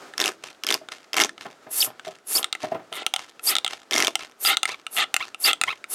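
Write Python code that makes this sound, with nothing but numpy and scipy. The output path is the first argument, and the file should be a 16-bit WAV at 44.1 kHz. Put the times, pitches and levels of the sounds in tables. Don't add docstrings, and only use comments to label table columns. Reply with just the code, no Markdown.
import sys
import numpy as np
from scipy import signal
from scipy.fft import rfft, irfft, next_fast_len
from scipy.io import wavfile
from scipy.ndimage import uniform_filter1d

SR = 44100
rng = np.random.default_rng(int(sys.argv[2]) if len(sys.argv) > 2 else 0)


def log_audio(samples):
    frames = np.atleast_2d(samples).T
    limited = np.clip(frames, -1, 1)
    pcm = np.round(limited * 32767).astype(np.int16)
    wavfile.write(sys.argv[1], SR, pcm)


N = 261954

# (frequency [Hz], level [dB], t60 [s])
SHELL_MODES = [(784, -25, 0.056), (1312, -17, 0.081), (2032, -10, 0.028), (2825, -6.5, 0.02),
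               (3500, -4, 0.015), (4300, -8, 0.0055)]
# (frequency [Hz], level [dB])
CASING_SPECTRUM = [(100, -36), (300, -6.5), (550, -10.5), (780, 3.5), (1060, -7.5), (1320, 10), (1650, -12),
                   (2050, 4.5), (3300, -2), (5500, -9), (8700, -7.5), (11000, -34)]
# (frequency [Hz], level [dB])
SPLUTTER_SPECTRUM = [(70, -25), (331, 0), (500, -4.5), (785, -3), (1050, -4.5), (2080, -5), (4050, -10.5),
                     (5400, -9), (8050, -14), (12300, -23), (16000, -43)]


def amp(db):
    return 10 ** (np.asarray(db) / 20)


def unit(x):
    return x / np.sqrt(np.mean(x ** 2) + 1e-20)


def peaked(x):
    return x / np.abs(x).max()


def punch(x):
    return x / np.sqrt(np.sum(x ** 2) / (SR * .0003))


def along(points, hz):
    point_hz, values = np.transpose(points)
    return np.interp(np.log(hz + 1), np.log(point_hz + 1), values)


def seconds(length):
    return np.arange(max(int(length * SR), 8)) / SR


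def dying(t, t60):
    return np.exp(-np.log(1000) * t / max(t60, 1e-4))


def add(track, s, sound):
    i = int(np.clip(round(s * SR), 0, N))
    track[i:i + len(sound)] += sound[:N - i]


def wander(shape, samples):
    return unit(uniform_filter1d(rng.standard_normal(shape), size=samples))


def coloured(x, spectrum):
    size = 2 * next_fast_len(len(x))
    gain = amp(along(spectrum, np.fft.rfftfreq(size, 1 / SR)))
    cepstrum = irfft(np.log(gain + 1e-6))
    cepstrum[1:size // 2] *= 2
    cepstrum[size // 2 + 1:] = 0
    return irfft(rfft(x, size) * np.exp(rfft(cepstrum)))[:len(x)]


def burst(t, t60, spectrum):
    return coloured(rng.standard_normal(len(t)) * dying(t, t60), spectrum)


def clumpy_noise(spectrum, clump_db, clump_hz):
    clumps = np.interp(np.arange(N) * clump_hz / SR, np.arange(N), rng.standard_normal(N))
    return unit(coloured(rng.standard_normal(N) * amp(clump_db * clumps), spectrum))


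def ring(modes, t, scatter_db, detune):
    out = np.zeros(len(t))
    for k, (hz, db, t60) in enumerate(modes):
        strength = (-1) ** k * amp(db + scatter_db * rng.normal())
        pitch_hz = hz * (1 + detune * rng.normal())
        out += strength * dying(t, t60) * np.sin(2 * np.pi * pitch_hz * t)
    return out


def squeeze(start, end, crest, soft_db, rise_db_per_s, fall_db_per_s):
    t = np.arange(start - .1, end + .3, .001)
    progress = np.clip((t - start) / (end - start), 0, 1)
    arch_db = -soft_db * (1 - progress / crest) ** 2
    edges_db = rise_db_per_s * np.maximum(start - t, 0) + fall_db_per_s * np.maximum(t - end, 0)
    return np.interp(np.arange(N) / SR, t, amp(arch_db - edges_db), left=0, right=0)


def room_tone():
    # (frequency [Hz], level [dB])
    room_spectrum = [(25, -28), (100, -16), (330, -2), (750, -5), (1040, -10), (1300, -3), (2000, -12.5),
                     (7000, -20.5), (16000, -38.5)]
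    floor_db, wash_db, fade_db_per_s = -56, -42, 40
    wash = amp(wash_db - fade_db_per_s * np.arange(N) / SR)
    return np.hypot(amp(floor_db), wash) * clumpy_noise(room_spectrum, clump_db=2, clump_hz=25)


def spring_clicks():
    # (time [s], level [dB], main ring [Hz])
    catches = [(0.1372, -23.5, 1770), (0.486, -28.5, 2400), (.887, -20, 1450), (1.2932, -18, 1770),
               (1.3793, -26, 2950), (1.9958, -22, 1540), (2.4293, -12.5, 3240), (2.4435, -6, 3670),
               (2.5275, -7.5, 3690), (2.551, -14.5, 2020), (2.927, -16.5, 3100), (3.0647, -4, 3270),
               (3.1386, -4.5, 3370), (3.1622, -8, 3100), (3.3946, -25.5, 2630), (3.5534, -4.5, 3750),
               (3.5658, -5, 3550), (3.5843, -7.5, 3630), (3.6465, -6, 3700), (3.6642, -9.5, 3290),
               (3.678, -11.5, 3200), (4.1547, -4, 3060), (4.4496, -8.5, 3470), (4.5702, -2.5, 3750),
               (4.6314, -3.5, 2820), (4.6546, -5.5, 2110), (4.8666, -13.5, 2880), (5.142, -3, 2660),
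               (5.1645, -3.5, 2700), (5.3456, -17.5, 2720), (5.5316, -4.5, 3330), (5.6138, -2.5, 2640),
               (5.637, -3.5, 2500), (5.8414, -18, 2250)]
    # (frequency [Hz], level [dB])
    tip_spectrum = [(2500, -22), (5500, -7), (9000, 0), (10800, -14), (16000, -20)]
    out, t = np.zeros(N), seconds(.05)
    for s, db, hz in catches:
        snap = punch(np.sin(2 * np.pi * hz * t) * dying(t, 24 / hz) * (1 - dying(t, .00095)))
        crack = amp(-3 + .7 * db) * punch(burst(t, .0094, tip_spectrum))
        shell = amp(-6) * punch(ring(SHELL_MODES, t, scatter_db=3, detune=.04) * dying(t, .04))
        rattle = amp(-3.5) * punch(burst(t, .012, CASING_SPECTRUM))
        add(out, s, amp(db) * punch(snap + shell + crack + rattle))
    return out


def spit(hz):
    # (frequency [Hz], level [dB])
    pop_spectrum = [(100, -22), (500, -15), (1500, -1), (3200, 3.5), (4200, -5), (5500, 2), (8000, -10.5),
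                    (12000, -10.5), (16000, -29)]
    t = seconds(.05)
    pop = punch(burst(t, .009, pop_spectrum))
    bubble_hz = np.r_[hz, rng.uniform(1800, 6200, 3)][:, None]
    notes = np.sin(2 * np.pi * bubble_hz * t) * np.exp(-bubble_hz * t / 5.5) * (1 - dying(t, .002))
    return punch(pop + amp(-2) * punch(notes[0]) + amp(-11.5) * punch(notes[1:].sum(axis=0)))


def splat():
    t = seconds(.08)
    slap = punch(burst(t, .011, SPLUTTER_SPECTRUM))
    hollow_hz = 906 * np.exp(.58 * rng.standard_normal((4, 1)))
    notes = np.sin(2 * np.pi * hollow_hz * t).sum(axis=0) * dying(t, .046) * (1 - dying(t, .0058))
    return slap + amp(-6.5) * punch(notes)


def sputters():
    # (start [s], end [s], mist level [dB])
    strokes = [(0.18, 0.294, -30.5), (0.669, 0.763, -33), (1.164, 1.238, -23), (3.924, 4.07, -26)]
    # (time [s], level [dB], bubble note [Hz])
    slugs = [(0.1798, -10, 5300), (0.2013, -6.5, 5540), (0.2092, -15, 3380), (0.2153, -6, 3620),
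             (0.2406, -7.5, 3370), (0.2584, -7, 2850), (0.2786, -8.5, 5130), (.6364, -12.5, 2970),
             (0.667, -9, 5300), (0.6885, -7, 3030), (0.7047, -5, 3530), (0.7248, -6.5, 3540),
             (0.7419, -4.5, 5100), (1.1321, -11, 5200), (1.143, -12.5, 2710), (1.167, -6.5, 2290),
             (1.1822, -4, 2200), (1.2009, -2, 2100), (1.2122, -3.5, 2880), (1.2177, -3.5, 5250),
             (1.237, -4.5, 6080), (1.2466, -11, 6550), (3.91, -11, 5300), (3.9237, -10.5, 2100),
             (3.9335, -6.5, 3620), (3.9404, -7.5, 5900), (3.962, -5, 2130), (3.9807, -4.5, 5660),
             (4.0027, -6, 2130), (4.0241, -3, 1980), (4.047, -7, 3100), (4.0708, -3.5, 3530)]
    out, mist = np.zeros(N), np.zeros(N)
    for start, end, db in strokes:
        mist += amp(db) * squeeze(start, end, crest=.52, soft_db=7, rise_db_per_s=3002, fall_db_per_s=384)
    for s, db, hz in slugs:
        flight_s, splat_db = .009 * rng.normal(1, .2), rng.normal(db - 8, 2)
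        add(out, s, amp(db) * spit(hz))
        add(out, s + flight_s, amp(splat_db) * splat())
    return out + mist * clumpy_noise(SPLUTTER_SPECTRUM, clump_db=7, clump_hz=600)


def refills():
    # (time [s], tick level [dB], fizz level [dB])
    openings = [(0.4382, -20.5, -39.5), (0.9201, -20.5, -40), (1.41, -23.5, -41), (2.052, -27.5, -39),
                (2.613, -37, -36), (3.1928, -20, -35.5), (3.7007, -35, -35.5), (4.1928, -23.5, -38.5),
                (4.682, -35, -34.5), (5.198, -26, -36), (5.669, -32, -36.5)]
    # (frequency [Hz], level [dB])
    fizz_spectrum = [(150, -12), (600, -3), (3000, -2), (6000, -7.5), (12000, -22.5), (16000, -44)]
    attack_s, hold_s, release_s, drip_spread_s = .031, .018, .14, .135
    flow, ticks, t = np.zeros(N), np.zeros(N), seconds(.04)
    for s, tick_db, fizz_db in openings:
        corners = s + np.array([-attack_s, 0, hold_s, hold_s + release_s])
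        swell_db = np.interp(np.arange(N) / SR, corners, [-40, 0, 0, -40], left=-140, right=-140)
        flow += amp(fizz_db + swell_db)
        add(ticks, s, amp(tick_db) * peaked(burst(t, .012, fizz_spectrum)))
        for lateness, size in rng.random((9, 2)):
            drop = amp(-39.5 + 7 * size ** 2) * peaked(burst(t, .0038, fizz_spectrum))
            add(ticks, s + drip_spread_s * lateness, drop)
    return ticks + flow * clumpy_noise(fizz_spectrum, clump_db=8, clump_hz=410)


def basin_bumps():
    # (time [s], peak level [dB], ring relative to scuff [dB])
    blows = [(.812, -34.5, -2), (1.452, -27, -17), (1.665, -35, -10), (1.869, -28.5, -12),
             (2.068, -25.5, 5), (2.634, -18, -5.5), (2.716, -14, 1), (2.745, -20.5, -3),
             (2.793, -36.5, -10), (2.918, -30.5, 0.5)]
    # (frequency [Hz], level [dB], t60 [s])
    basin_modes = [(175, -16.5, .22), (389, -14, .17), (644.4, 3.5, .11), (704, -2.5, 0.14),
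                   (997, -14.5, .11), (1208, -15, .12)]
    # (frequency [Hz], level [dB])
    scuff_spectrum = [(50, -34.5), (130, -2), (750, 0.5), (1300, -5.5), (2500, -13.5), (8000, -40)]
    out, t = np.zeros(N), seconds(.35)
    soft_onset = 1 - dying(t, .03)
    scuff_fade = dying(t, .068) + amp(-13.5) * dying(t, .27)
    for s, db, ring_db in blows:
        slosh = amp(2.5 * wander(len(t), samples=400))
        knock = peaked(ring(basin_modes, t, scatter_db=2, detune=.015)) * slosh
        scuff = peaked(coloured(rng.standard_normal(len(t)) * scuff_fade, scuff_spectrum))
        add(out, s, amp(db) * peaked((amp(ring_db) * knock + scuff) * soft_onset))
    return out


def nozzle_tone(start, end, hz):
    climb, width_hz, margin_s = .05, 600, .06
    out = np.zeros(N)
    t = seconds(end - start + 2 * margin_s) - margin_s
    centre_hz = hz * (1 + climb * (np.clip(t / (end - start), 0, 1) - .5))
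    slow_noise = signal.lfilter(*signal.butter(2, width_hz / 2, fs=SR), rng.standard_normal((2, len(t))))
    phase = 2 * np.pi * np.cumsum(centre_hz) / SR
    add(out, start - margin_s, unit(slow_noise[0] * np.cos(phase) + slow_noise[1] * np.sin(phase)))
    return out


def squirts():
    # (start [s], end [s], hiss [dB], drumming [dB], nozzle resonance [Hz])
    strokes = [(1.716, 1.852, -23, -39, 11380), (2.277, 2.39, -24.5, -37, 11130),
               (2.93, 2.973, -41.5, -37, 10550), (3.441, 3.508, -21.5, -36, 11500),
               (4.412, 4.499, -24, -39, 11900), (4.92, 4.992, -31.5, -40, 11260),
               (5.408, 5.483, -25, -41, 11270), (5.907, 6.013, -21.5, -34, 11070)]
    # (frequency [Hz], level [dB])
    hiss_spectrum = [(900, -35.5), (2000, -13.5), (4000, -12), (6800, -6), (9000, -0.5), (11500, -1),
                     (13500, -3), (16000, -24)]
    # (frequency [Hz], level [dB])
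    drum_spectrum = [(80, -23.5), (330, 1.5), (700, 3), (1100, 1), (1310, 3), (1750, -5), (3000, -6),
                     (5000, -14.5), (10000, -44)]
    jet, landing, out = np.zeros((3, N))
    for start, end, hiss_db, drum_db, nozzle_hz in strokes:
        pressure = squeeze(start, end, crest=.8, soft_db=14.5, rise_db_per_s=1100, fall_db_per_s=852)
        arrival = squeeze(start, end, crest=1, soft_db=15, rise_db_per_s=600, fall_db_per_s=194)
        opening = squeeze(start - .006, end, crest=.7, soft_db=7, rise_db_per_s=4000, fall_db_per_s=600)
        jet += amp(hiss_db + .1) * pressure
        landing += amp(drum_db) * arrival
        out += amp(hiss_db - 7.5) * opening * nozzle_tone(start, end, nozzle_hz)
    hiss = jet * clumpy_noise(hiss_spectrum, clump_db=3.5, clump_hz=1400)
    add(out, .0011, amp(-13.5) * hiss)
    return out + hiss + landing * clumpy_noise(drum_spectrum, clump_db=5, clump_hz=830)


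def nozzle_whistles():
    # (time [s], note spacing [s], pitch [Hz], jump [ratio], level [dB], last note [dB])
    whistles = [(1.803, .009, 4610, 1.12, -13.5, -10.5), (2.351, .012, 4606, 1.1, -15, -25.5),
                (3.47, 0.012, 4670, 1.08, -16, -28), (4.457, .01, 4825, 1.0, -14.5, -47),
                (5.439, 0.013, 4595, 1.077, -13, -36)]
    out = np.zeros(N)
    for s, spacing, hz, jump, db, last_db in whistles:
        progress = np.linspace(0, 1, len(seconds(1.15 * spacing)))
        arch = np.abs(np.sin(np.pi * progress)) ** .53
        notes = [(1, 1, db), (jump, jump, db), (.84, .58, last_db)]
        for k, (from_ratio, to_ratio, note_db) in enumerate(notes):
            waver, flutter = wander((2, len(progress)), samples=40)
            glide_hz = hz * (from_ratio + (to_ratio - from_ratio) * progress)
            phase = 2 * np.pi * np.cumsum(glide_hz * (1 + .012 * 2 ** k * waver)) / SR
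            tone = np.sin(phase) + amp(-15.5) * np.sin(2 * phase)
            add(out, s + k * spacing, amp(note_db - k + (k + 1) * flutter) * arch * tone)
    return out


def piston_creaks():
    # (start [s], end [s], level [dB], fastest slip rate [Hz])
    strokes = [(2.937, 3.032, -25, 334.6), (3.481, 3.543, -18.5, 420.5), (4.451, 4.548, -12, 403.5),
               (4.9669, 5.042, -11.5, 443.7), (5.449, 5.515, -11, 519.7)]
    out, t = np.zeros(N), seconds(.03)
    for start, end, db, fastest_hz in strokes:
        travel = np.linspace(0, 1, len(seconds(end - start)))
        slip_hz = fastest_hz * np.interp(travel, [0, .2, .55, .8, 1], [.27, .45, 1, .85, .6])
        slip_count = np.floor(np.cumsum(slip_hz) / SR)
        shell_drift, pitch_drift, level_drift = wander((3, len(travel)), samples=800)
        chamber_hz = np.interp(travel, [0, 1], [1600, 3050]) * (1 + .07 * pitch_drift)
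        chamber_gain = travel * amp(-7 + 3 * level_drift)
        for i in np.flatnonzero(np.diff(slip_count, prepend=-1)):
            jitter_s, slip_db = rng.normal(0, .00012), rng.normal(db, 1)
            rub = amp(-7) * peaked(burst(t, .008, CASING_SPECTRUM))
            shell = peaked(ring(SHELL_MODES, t * (1 + .035 * shell_drift[i]), scatter_db=3, detune=.025))
            chamber = chamber_gain[i] * np.sin(2 * np.pi * chamber_hz[i] * t) * dying(t, .014)
            slip = peaked(shell + rub) + chamber
            add(out, start + i / SR + jitter_s, amp(slip_db - 3.4 * travel[i] ** 4) * slip)
    return out


def valve_squeaks():
    # (time [s], length [s], level [dB])
    squeaks = [(4.203, 0.028, -31), (4.687, 0.066, -23.5), (5.201, 0.048, -21), (5.673, 0.064, -18.5)]
    base_hz, arch_hz, fade_db, partials_db = 939, 388.4, 9, [-10, -5, -10.5, -29]
    out = np.zeros(N)
    for s, length, db in squeaks:
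        progress = np.linspace(0, 1, len(seconds(length)))
        waver, flutter = wander((2, len(progress)), samples=90)
        pitch_hz = base_hz + arch_hz * np.sin(np.pi * progress ** 1.4)
        phase = 2 * np.pi * np.cumsum(pitch_hz * (1 + .04 * waver)) / SR
        tone = sum(amp(level) * np.sin(k * phase) for k, level in enumerate(partials_db, 1))
        gain = amp(db - 1.5 - fade_db * progress + 4 * flutter)
        add(out, s, gain * signal.windows.tukey(len(progress), .2) * tone)
    return out


def echoes(x, decay, delay_s):
    hz, t, bands = signal.stft(rng.standard_normal(SR // 2), SR, nperseg=128)
    fade = np.exp(-np.log(1000) * t / along(decay, hz)[:, None])
    _, tail = signal.istft(bands * fade, SR, nperseg=128)
    response = np.pad(tail / np.linalg.norm(tail), (int(delay_s * SR), 0))
    return signal.fftconvolve(x, response)[:N]


def scene():
    # (frequency [Hz], t60 [s])
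    room_decay = [(150, 1), (1000, 0.16), (5000, 0.18), (14000, 0.11)]
    closest = spring_clicks() + piston_creaks()
    close = squirts() + nozzle_whistles() + sputters() + valve_squeaks() + refills() + basin_bumps()
    sent = close + amp(-1) * closest
    basin_walls = amp(-14.5) * echoes(sent, [(500, .071), (10000, .0079)], delay_s=.002)
    room = amp(-20) * echoes(sent, room_decay, delay_s=.0073)
    return (closest + close + basin_walls + room + room_tone())[None]


def record(dry):
    low_cut_hz, ceiling, top_hz = 130, .78, 16000
    thin = signal.lfilter(*signal.butter(1, low_cut_hz, "highpass", fs=SR), dry)
    rounded = thin / (1 + np.abs(thin / ceiling) ** 6) ** (1 / 6)
    size = next_fast_len(N + SR // 2)
    in_band = np.fft.rfftfreq(size, 1 / SR) < top_hz
    return irfft(rfft(rounded, size) * in_band, size)[..., :N]


dry = scene()
out = record(dry)
log_audio(out)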